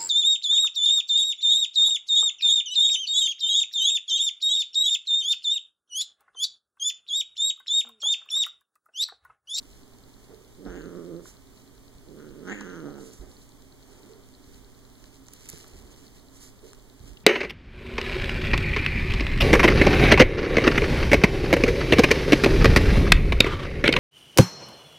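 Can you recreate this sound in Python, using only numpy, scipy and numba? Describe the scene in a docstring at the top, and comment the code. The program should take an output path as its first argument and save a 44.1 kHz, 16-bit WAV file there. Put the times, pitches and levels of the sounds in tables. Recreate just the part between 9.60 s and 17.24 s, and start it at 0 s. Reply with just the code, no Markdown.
"""A kitten growls twice over its toy, sniffs, then rolls over on a carpet with rustles, snags and bumps.
The growl is an uneven train of vocal-fold pulses ringing in the throat and mouth; each time, the mouth
opens fast into a snarl and closes slowly. Underneath sits a quiet room with a little mains hum.
A hand-held camera with two microphone ports adds hiss, handling rumble and a faint regular tick."""
import sys
import numpy as np
from scipy import signal
from scipy.fft import rfft, irfft, next_fast_len
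from scipy.io import wavfile
from scipy.ndimage import uniform_filter1d
from numba import njit

SR = 44100
rng = np.random.default_rng(int(sys.argv[2]) if len(sys.argv) > 2 else 0)


def persist_wave(psi):
    """Save psi, clipped to +-1, as 16-bit WAV."""
    counts = np.round(np.clip(psi, -1, 1) * 32767).astype(np.int16)
    wavfile.write(sys.argv[1], SR, np.atleast_2d(counts).T)


N = 336924
TIME = np.arange(N) / SR
LEFT_RIGHT = np.array([[1], [-1]])   # a pan is added on the left and taken off on the right


def from_db(db):
    """Decibels to gain."""
    return 10 ** (np.asarray(db) / 20)


def rms_one(x):
    """Scale to unit power."""
    return x / np.sqrt(np.mean(x ** 2) + 1e-20)


def evened(x):
    """Ride the level to unit power over every few cycles."""
    return x / np.sqrt(np.abs(uniform_filter1d(x ** 2, size=1500)) + 1e-12)


def at_hz(points, hz):
    """Read a curve on a log-frequency axis."""
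    f, value = np.transpose(points)
    return np.interp(np.log(hz + 1e-3), np.log(f), value)


def in_time(tables):
    """Each column of several tables as one curve in time."""
    times, *columns = np.transpose(np.concatenate(tables))
    return [np.interp(TIME, times, column) for column in columns]


def swells(tables):
    """A gain envelope from the time and level columns of several tables, silent between them."""
    gain = sum(from_db(np.interp(TIME, *np.transpose(t)[:2], -np.inf, -np.inf)) for t in tables)
    return np.abs(uniform_filter1d(gain, size=200))


def strokes(rows, arch=.9):
    """Arched envelopes of movements that speed up and slow down again."""
    return sum(from_db(db) * np.abs(np.sin(np.pi * np.clip((TIME - start) / length, 0, 1))) ** arch
               for start, length, db in rows)


def burst(start, attack_s, decay_s):
    """An envelope that rises and dies away."""
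    age = np.maximum(TIME - start, 0)
    return (1 - np.exp(-age / attack_s)) * np.exp(-np.minimum(age / decay_s, 20))


def waver(rate_hz, depth_db):
    """A factor that wanders at random around 1."""
    return from_db(depth_db * np.interp(TIME * rate_hz, np.arange(1000), rng.standard_normal(1000)))


def coloured(x, spectrum):
    """Shape a signal with an EQ curve; unit power."""
    size = next_fast_len(N)
    gain = from_db(at_hz(spectrum, np.fft.rfftfreq(size, 1 / SR)))
    return rms_one(irfft(rfft(x, size) * gain, size)[..., :N])


def dipped(x, dips):
    """Cut bell-shaped dips into a spectrum."""
    size = next_fast_len(N)
    f = np.fft.rfftfreq(size, 1 / SR)
    bells = [1 - (1 - from_db(db)) * np.exp(-((f - hz) / width) ** 2) for hz, width, db in dips]
    return irfft(rfft(x, size) * np.prod(bells, axis=0), size)[:N]


def butter(x, hz, kind, order=2):
    """Causal Butterworth filter."""
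    sos = signal.butter(order, np.minimum(hz, SR * 9 / 20), kind, fs=SR, output="sos")
    return signal.sosfilt(sos, x + 1e-18)


def resonate(x, hz, width_hz):
    """A steady resonance with gain 1 at its peak."""
    r = np.exp(-np.pi * width_hz / SR)
    feedback = [1, -2 * r * np.cos(2 * np.pi * hz / SR), r * r]
    return signal.lfilter(np.array([1, 0, -1]) * (1 - r * r) / 2, feedback, x + 1e-18)


def resonate_twice(x, hz, width_hz):
    """Two equal resonances in series, for steeper skirts."""
    return resonate(resonate(x, hz, width_hz), hz, width_hz)


@njit
def glide(x, hz, width_hz):
    """A resonance whose centre moves."""
    y, r = np.zeros(len(x)), np.exp(-np.pi * width_hz / SR)
    for i in range(2, len(x)):
        drive = (1 - r * r) / 2 * (x[i] - x[i - 2])
        y[i] = drive + 2 * r * np.cos(2 * np.pi * hz[i] / SR) * y[i - 1] - r * r * y[i - 2]
    return y


def add(track, start, sound):
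    """Mix a short sound in at a time."""
    i = int(start * SR)
    track[i:i + len(sound)] += sound[:N - i]


# Dark murmur of the room's air: (frequency [Hz], level [dB])
ROOM_TONE_EQ = [(30, 9), (90, -9), (160, -4.5), (225, -0.5), (275, 7), (325, -6), (400, 2), (500, -12),
                (900, -11.5), (1200, -13), (1900, -23.5), (2700, -48), (4200, -21.5), (6500, -26),
                (16000, -38.5)]

def room_tone(level_db=-55):
    """The air in the room, a steady bed of low noise."""
    return from_db(level_db) * coloured(rng.standard_normal(N), ROOM_TONE_EQ)


# Partials of the hum: (frequency [Hz], level [dB])
HUM_PARTIALS = [(120, -65), (600, -77.5)]

def mains_hum():
    """The mains hums in two steady sine tones."""
    return sum(from_db(db) * np.sqrt(2) * np.sin(2 * np.pi * hz * TIME) for hz, db in HUM_PARTIALS)


# The camera's noise floor: (frequency [Hz], level [dB])
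HISS_EQ = [(15, -14), (42, 6), (62, 0), (150, -11.5), (500, -14), (1000, -23.5), (2600, -21), (3800, -20),
           (5200, -27), (6500, -23), (9000, -26.5), (16000, -29.5)]

def camera_hiss(level_db=-56, pan_db=-1):
    """Each channel of the camera makes its own steady noise."""
    return from_db(level_db + pan_db * LEFT_RIGHT) * coloured(rng.standard_normal((2, N)), HISS_EQ)


def camera_ticks(start_s=.0285, period_s=.10241, level_db=-54, pan_db=12.5, uneven_db=3):
    """A faint tick from the camera's electronics, on the left, about ten times a second."""
    at = (np.arange(start_s, N / SR, period_s) * SR).astype(int)
    pulses = np.zeros(N)
    pulses[at] = from_db(uneven_db * rng.uniform(-0.69, 1, len(at)))
    tick = resonate_twice(pulses, hz=4100, width_hz=900)
    return tick / np.abs(tick).max() * from_db(level_db + pan_db * LEFT_RIGHT)


# Bumps on the camera: (time [s], level [dB], decay [s])
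HANDLING_BUMPS = [(1.058, -43, 0.12), (2.35, -43, 0.038), (2.857, -62, 0.4), (3.595, -43.5, 0.09),
                  (4.87, -48, 0.13), (6.131, -44, 0.14), (7.405, -44, 0.13)]
# Their sub-bass weight: (frequency [Hz], level [dB])
BUMP_EQ = [(15, -33), (30, -11), (41, 11.5), (58, 1), (100, -11), (200, -13), (500, -59), (2000, -68)]

def handling_bumps(attack_s=0.00076, stereo_spread=0.79, pan_db=-3.5):
    """Handling shakes the camera: deep rumbles, partly different in each port."""
    shake = coloured(rng.standard_normal(N) + stereo_spread * rng.standard_normal((2, N)), BUMP_EQ)
    envelope = sum(from_db(db) * burst(start, attack_s, decay) for start, db, decay in HANDLING_BUMPS)
    return shake * from_db(pan_db * LEFT_RIGHT) * envelope


def room_reverb(x, t60_s=0.29, wet_db=-15, predelay_s=.004):
    """The short dull tail of a carpeted room, different on each side."""
    age = np.arange(SR // 3) / SR
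    tail = butter(rng.standard_normal((2, len(age))), 3200, "low", order=1)
    tail = tail * np.exp(-np.log(1000) * age / t60_s) * (age > predelay_s)
    tail /= np.sqrt(np.sum(tail ** 2) / 2)
    return from_db(wet_db) * signal.fftconvolve(x[None], tail, axes=1)[:, :N]


# Phase between the microphone ports: (frequency [Hz], left lead [rad])
PORT_LEAD = [(30, 1.5), (250, .8), (800, .75), (1200, 0), (1950, -.2), (2350, -3), (3300, -3.2),
             (3900, -5.8), (4400, -6.4), (5400, -9.3), (7000, -12.6), (8300, -15.3), (9800, -18.7),
             (16000, -30.5)]
# Balance between them: (frequency [Hz], left minus right [dB])
PORT_PAN = [(60, -4), (95, -9), (150, -19.5), (240, -6), (380, -8), (600, -6.5), (950, 0.5), (1650, -5),
            (2200, 22), (2800, 21.5), (3770, -1.5), (6300, -6), (9470, -5.5), (15000, -4)]

def ports(x):
    """Sound reaches the left port later in the treble and weaker in the bass."""
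    size = next_fast_len(N + 2000)
    hz = np.fft.rfftfreq(size, 1 / SR)
    lean = from_db(at_hz(PORT_PAN, hz))
    pair = np.array([lean * np.exp(1j * at_hz(PORT_LEAD, hz)), np.ones(len(hz))]) * 2 / (1 + lean)
    return irfft(rfft(x, size) * pair, size)[:, :N]


# Body moves: (time [s], length [s], level [dB])
WEIGHT_SHIFTS = [(.68, 0.066, -54.5), (3.58, 0.2, -54.5), (4.2, 0.51, -58), (5.87, .2, -64),
                 (6.0, 0.4, -56), (6.38, 0.12, -62.5), (7.39, 0.17, -59.5)]
# Their muffled tone: (frequency [Hz], level [dB])
SCUFF_EQ = [(60, -58), (170, -3), (280, -1.5), (340, 1.5), (430, 1), (600, -9), (1300, -17), (2500, -25.5),
            (6000, -80)]

def body_scuffs():
    """Dull scuffs as the kitten shifts its weight."""
    envelope = strokes(WEIGHT_SHIFTS) * waver(rate_hz=28, depth_db=2.5)
    return envelope * coloured(rng.standard_normal(N), SCUFF_EQ)


# The body fall: (time [s], level [dB])
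FLOP_HITS = [(5.935, -38.5)]
# Modes of its thud: (frequency [Hz], level [dB], time to fall 60 dB [s])
THUD_MODES = [(90, -4, 0.12), (165, -1.5, 0.053), (343, -6.5, 0.11), (420, -6, 0.074)]

def flop():
    """The kitten flops onto the floor with one damped thud."""
    out, age = np.zeros(N), np.arange(SR // 4) / SR
    thud = sum(from_db(db) * np.exp(-np.log(1000) * age / t60) * np.sin(2 * np.pi * hz * age)
               for hz, db, t60 in THUD_MODES)
    for start, db in FLOP_HITS:
        add(out, start, from_db(db) * thud)
    return out


# Crisp tone of carpet fibres: (frequency [Hz], level [dB])
FIBRE_EQ = [(500, -13), (1400, 4), (2500, 8.5), (3900, 9.5), (7000, 10), (9500, 5), (12000, 0), (14500, 1),
            (16000, -34)]

def fibre_slips(per_s, spread_db):
    """Carpet fibres let go at random, mostly weakly; unit power."""
    sizes = rng.choice([-1, 1], N) * from_db(spread_db * np.minimum(rng.exponential(1, N), 4))
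    return coloured((rng.random(N) < per_s / SR) * sizes, FIBRE_EQ)


# Drags over the carpet: (time [s], length [s], level [dB])
CARPET_STROKES = [(0.0, 0.25, -61), (.56, 0.12, -67), (1.94, 0.091, -63), (4.2, 0.21, -64),
                  (4.36, .22, -63), (4.63, 0.24, -76), (4.82, 0.22, -60.5), (5.35, 0.19, -63.5),
                  (5.52, 0.074, -59.5), (5.65, 0.34, -57), (5.83, 0.27, -53), (6.07, 0.16, -56.5),
                  (6.21, 0.37, -59.5), (6.54, 0.077, -61.5), (7.01, 0.13, -59), (7.41, 0.13, -58)]

def rustle(fidget_db=-72):
    """Fur and toy rub the carpet in uneven strokes; single fibres tick faintly throughout."""
    envelope = strokes(CARPET_STROKES) * waver(rate_hz=37, depth_db=2.5)
    rubbing = envelope * fibre_slips(per_s=1100, spread_db=1.5)
    return rubbing + from_db(fidget_db) * fibre_slips(per_s=120, spread_db=4.5)


# Claws and teeth catching: (time [s], crack peak [dB], ring [Hz], dullness [dB], crack decay [s])
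CLAW_SNAGS = [(1.655, -51, 6900, 16, .004), (2.878, -44, 6280, 16, .001), (3.0094, -34.5, 6300, 13, 0.0017),
              (3.892, -40.5, 6670, -13, 0.00046), (5.4412, -36, 2900, 1.5, .0004),
              (5.668, -41, 7000, -22, .0007), (5.684, -33.5, 6700, -1.5, 0.0019),
              (5.735, -30.5, 7660, -27, 0.0021), (5.8887, -25.5, 6750, -28, 0.0015),
              (5.8923, -28.5, 7240, -9, .0014), (5.8995, -22, 6700, -28, .0012),
              (5.928, -36, 6490, -8, 0.0026), (5.984, -35, 9500, -15, .0006),
              (6.0423, -44, 4220, 8.5, 0.0017), (6.079, -40, 8000, -22, .0004),
              (7.1323, -35, 6900, -2, 0.00046)]

def snags(tail_db=-22, tail_s=.006, ring_db=-2, knock_db=3, brightening=0.206):
    """A claw lets go with a crack and a scratchy tail; a softer catch has more knock and less top."""
    out, age = np.zeros(N), np.arange(SR // 25) / SR
    for start, db, hz, dull_db, crack_s in CLAW_SNAGS:
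        envelope = np.exp(-age / crack_s) + from_db(tail_db) * np.exp(-age / tail_s)
        slip = rng.standard_normal(len(age)) * envelope
        ring = from_db(ring_db) * resonate(slip, hz, width_hz=2400)
        top_hz = max(hz, 6000) * from_db(-brightening * min(dull_db, 0))
        crack = butter(butter(slip + ring, 6700, "high", order=1), top_hz, "low", order=3)
        knock = butter(resonate(slip, hz=1400, width_hz=710), 1830, "low", order=3)
        snag = crack + from_db(knock_db + dull_db) * knock
        add(out, start, from_db(db) * snag / np.abs(crack).max())
    return out


# Teeth on the toy: (time [s], peak [dB], ring [Hz])
TOY_BITES = [(1.219, -45.5, 4230), (3.34, -50, 4100), (3.767, -45.5, 4250), (4.122, -49, 4300),
             (4.749, -46.5, 4230), (6.133, -52, 4170), (6.317, -47, 6500), (6.34, -48, 3970),
             (6.466, -47, 4400), (6.596, -49.5, 4200), (7.11, -48, 4100), (7.571, -38, 3120)]

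def toy_clicks(slip_s=0.0025):
    """Teeth slip on the toy: a dry click with a damped ring."""
    out, age = np.zeros(N), np.arange(SR // 40) / SR
    for start, db, hz in TOY_BITES:
        slip = rng.standard_normal(len(age)) * np.exp(-age / slip_s)
        click = resonate_twice(slip, hz, width_hz=850)
        add(out, start, from_db(db) * click / np.abs(click).max())
    return out


# Breaths in: (time [s], length [s], level [dB], fade [dB/s])
SNIFF_BREATHS = [(1.611, 0.14, -55.5, -3), (3.366, 0.52, -54, 21), (6.703, 0.23, -55.5, -4)]
# Their airy tone: (frequency [Hz], level [dB])
SNIFF_EQ = [(600, -18), (1400, 3), (2200, 1.5), (3800, 5.5), (5200, 8), (7000, 10.5), (8500, 6),
            (12500, 1.5), (16000, -23)]

def sniffs(attack_s=.04, release_s=.06):
    """Air hisses in through the kitten's nose; the long breath trails off."""
    flow = np.zeros(N)
    for start, length, db, fade in SNIFF_BREATHS:
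        age = TIME - start
        gate = np.clip(age / attack_s, 0, 1) * np.clip((length - age) / release_s, 0, 1)
        flow += from_db(db - fade * np.clip(age, 0, length)) * gate
    return flow * waver(rate_hz=43, depth_db=3.5) * coloured(rng.standard_normal(N), SNIFF_EQ)


# Short closed-mouth grunts: (time [s], level [dB], decay [s], ring [Hz])
GRUNT_PUFFS = [(0.695, -47.5, 0.075, 430), (4.489, -50, 0.046, 410), (7.027, -45.5, 0.05, 402)]

def grunts(attack_s=0.0074, width_hz=70):
    """A puff of rough sound rings in the closed throat."""
    out, air = np.zeros(N), rng.standard_normal(N)
    for start, db, decay, hz in GRUNT_PUFFS:
        ring = evened(resonate(resonate(air, hz, width_hz), hz, 3 * width_hz))
        out += from_db(db) * burst(start, attack_s, decay) * ring
    return out


# The vocal folds, one table per growl: (time [s], pitch [Hz], roughness [factor])
FOLD_CURVES = [
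    [(0.95, 165.5, 1.2), (1.06, 181.2, 0.7), (1.11, 174.3, 0.55), (1.17, 179.7, 0.83), (1.22, 153, 0.9),
     (1.28, 177.4, 1.12), (1.38, 175.4, 0.44), (1.44, 162.7, 0.9), (1.475, 170.3, 0.28),
     (1.59, 170.5, 0.51), (1.66, 160.3, 1.45)],
    [(2.44, 156.9, 0.88), (2.6, 139.4, 1.1), (2.76, 145.5, 1.04), (2.84, 172.8, 0.9), (2.92, 207, 1.06),
     (3.0, 199.1, 1), (3.08, 182.8, 0.48), (3.17, 165.3, 0.62), (3.26, 147.4, 0.45), (3.4, 138.4, 0.91),
     (3.55, 125.3, 1.02)],
]

def vocal_folds(jitter_cycles=.082, limp_cycles=.065, shimmer_db=1.9, limp_db=1.2):
    """One pulse a cycle; roughness scales a random scatter and an alternating limp in time and level."""
    pitch, rough = in_time(FOLD_CURVES)
    cycles = np.cumsum(pitch * waver(rate_hz=45, depth_db=.3)) / SR   # pitch wanders a few percent
    at = np.flatnonzero(np.diff(np.floor(cycles)))
    scatter = np.clip(rng.standard_normal((len(at), 2)), -1.7, 1.7) * rough[at, None]
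    limp = rough[at] * (-1) ** np.arange(len(at))
    late = (jitter_cycles * scatter[:, 0] + limp_cycles * limp) * SR / pitch[at]
    strength = from_db(shimmer_db * scatter[:, 1] + limp_db * limp)
    pulses = np.zeros(N)
    pulses[np.clip(at + late, 0, N - 1).astype(int)] = strength
    return pulses


def teeth_hiss(puffs, teeth_hz, snarl, wide, level_db=-24, width_hz=750.0):
    """Air hisses at the teeth, growing with the snarl and the mouth's width."""
    hiss = evened(glide(glide(puffs, teeth_hz, width_hz), teeth_hz, width_hz))
    return from_db(level_db) * snarl ** .75 * wide ** .2 * hiss


def nose_buzz(pulses, puffs, snarl, wide, level_db=-27):
    """Pulses and air buzz in the nose, growing with the snarl and the mouth's width."""
    buzz = evened(resonate_twice(rms_one(pulses) + puffs, hz=2600, width_hz=750))
    return from_db(level_db) * snarl ** .6 * wide ** .6 * buzz


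# Gritty accents in the growls: (time [s], length [s], level [dB])
RASP_ACCENTS = [(1.043, 0.061, -49.5), (1.09, .12, -56), (2.86, 0.11, -49.5), (3.215, 0.13, -53.5),
                (3.33, 0.094, -56)]

def throat_rasp(puffs):
    """The throat tightens and the puffs of air rasp through it."""
    return strokes(RASP_ACCENTS) * evened(resonate_twice(puffs, hz=730, width_hz=260))


# The low rumble's envelope, one table per growl: (time [s], level [dB])
RUMBLE_LEVELS = [
    [(0.95, -70), (0.988, -47), (1.04, -45.5), (1.062, -35.5), (1.085, -42), (1.18, -40.5), (1.218, -47),
     (1.272, -39.5), (1.29, -43), (1.374, -38), (1.442, -42.5), (1.545, -37.5), (1.598, -42.5),
     (1.618, -49), (1.65, -56)],
    [(2.44, -68), (2.482, -49.5), (2.56, -48), (2.594, -45.5), (2.748, -48.5), (2.865, -41.5), (2.88, -37),
     (2.93, -37.5), (2.946, -43.5), (3.2, -41.5), (3.245, -37), (3.31, -43.5), (3.46, -46), (3.56, -61)],
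]
# Throat resonances, strongest with the mouth nearly shut: (frequency [Hz], width [Hz], level [dB])
THROAT_FORMANTS = [(215, 210, 6), (330, 390, 4), (470, 71, 0)]

def throat_rumble(pulses, snarl, wide, puff_hz=299, lag_s=0.00098, closing_s=0.00027, slam_db=2):
    """Rounded puffs ring the throat; in a snarl the folds slam shut, adding depth and a sawtooth edge."""
    age = np.arange(-300, 301) / SR
    spread = (np.pi * puff_hz * (age - lag_s)) ** 2   # the puff peaks just after the folds shut
    flow = signal.fftconvolve(pulses, (1 - 2 * spread) * np.exp(-spread), "same")
    pressed = snarl ** 2 / (snarl ** 2 + from_db(-51) ** 2)   # half pressed at a snarl of -51 dB
    deep, middle, high = [from_db(db) * resonate(flow, hz, width) for hz, width, db in THROAT_FORMANTS]
    rings = ((0.64 + 2 * pressed) * deep + middle + high) / (0.25 + wide) ** .5
    slam = signal.fftconvolve(pulses, -np.exp(-np.abs(age) / closing_s) * (age < 0), "same")
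    slam = butter(butter(slam, 81, "high"), 1100, "low", order=1)
    return swells(RUMBLE_LEVELS) * evened(flow + rings + from_db(slam_db) * pressed * slam)


# Mouth resonances: (frequency [multiple of the main one], width [Hz], level [dB])
MOUTH_FORMANTS = [(.5, 305, 7), (.77, 308, 5), (1, 246, 25), (1.3, 400, 9), (1.95, 597, -14)]

def mouth(pulses, puffs, mouth_hz, wide, snap=1.2, air_share=.22):
    """Strong pulses snap shut harder; a wide mouth shakes and lets out more of its side resonances."""
    airy = rms_one(pulses ** snap) + air_share * puffs
    flutter = waver(rate_hz=170, depth_db=.4) ** np.minimum(wide, 1)   # tongue and jaw shake
    low, lower, main, upper, top = [from_db(db) * glide(airy, ratio * mouth_hz * flutter, float(width))
                                    for ratio, width, db in MOUTH_FORMANTS]
    vowel = main - low + wide ** .8 * (top - upper - lower)
    return evened(butter(butter(vowel, 200, "high"), 4300, "low", order=3))


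# The snarl, one table per growl: (time [s], level [dB], mouth resonance [Hz], teeth resonance [Hz])
SNARL_CURVES = [
    [(1.02, -76, 1370, 5700), (1.048, -62, 1370, 5500), (1.065, -50, 1390, 5470), (1.18, -52.5, 1600, 6850),
     (1.27, -56, 1380, 6400), (1.37, -56.5, 1240, 5600), (1.47, -64.5, 1187, 5800),
     (1.61, -63.5, 1250, 6070)],
    [(2.55, -79, 1403, 6010), (2.595, -56.5, 1386, 5965), (2.67, -62, 1450, 6230), (2.79, -71, 1422, 6395),
     (2.86, -54, 1370, 5800), (2.878, -39.5, 1460, 6020), (2.93, -37, 1740, 6900), (2.946, -46, 1760, 6800),
     (3.06, -47.5, 1500, 6300), (3.16, -49, 1416, 6113), (3.27, -53, 1280, 6040), (3.37, -56.5, 1370, 6097),
     (3.52, -68, 1320, 6220)],
]

def growl(wide_mouth_hz=1630):
    """Fold pulses, each with a puff of air, ring in throat, nose and mouth and hiss at the teeth."""
    _, mouth_hz, teeth_hz = in_time(SNARL_CURVES)
    snarl = swells(SNARL_CURVES)
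    wide = (mouth_hz / wide_mouth_hz) ** 8   # a higher resonance means a much wider mouth
    pulses = vocal_folds()
    puffs = rms_one(butter(pulses, 53, "low", order=1) * rng.standard_normal(N))
    voice = throat_rumble(pulses, snarl, wide) + snarl * mouth(pulses, puffs, mouth_hz, wide)
    edge = nose_buzz(pulses, puffs, snarl, wide) + teeth_hiss(puffs, teeth_hz, snarl, wide)
    return (voice + throat_rasp(puffs) + edge) * waver(rate_hz=22, depth_db=0.93)


def scene():
    """The kitten and the room at the two ports, plus hum and the camera's own noises."""
    kitten = growl() + grunts() + sniffs() + rustle() + snags() + body_scuffs() + flop()
    air = room_tone()
    noise_floor = mains_hum() + camera_hiss()
    at_ports = ports(kitten + room_reverb(kitten) + toy_clicks() + air)
    return at_ports + noise_floor + handling_bumps() + camera_ticks()


# Dips in the sum of the ports: (frequency [Hz], half width [Hz], gain [dB])
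MID_DIPS = [(2640, 391, -72), (5390, 170, 0)]
# Dips in their difference: (frequency [Hz], half width [Hz], gain [dB])
SIDE_DIPS = [(1356, 260, -44), (3840, 300, -34)]

def record(dry):
    """The camera's stereo widening notches mid and side, and the top is cut steeply."""
    left, right = dry
    mid = dipped((left + right) / 2, MID_DIPS)
    side = dipped((left - right) / 2, SIDE_DIPS)
    high_cut = signal.ellip(10, .1, 70, 15750, fs=SR, output="sos")
    return signal.sosfilt(high_cut, [mid + side, mid - side])


dry = scene()
out = record(dry)
persist_wave(out)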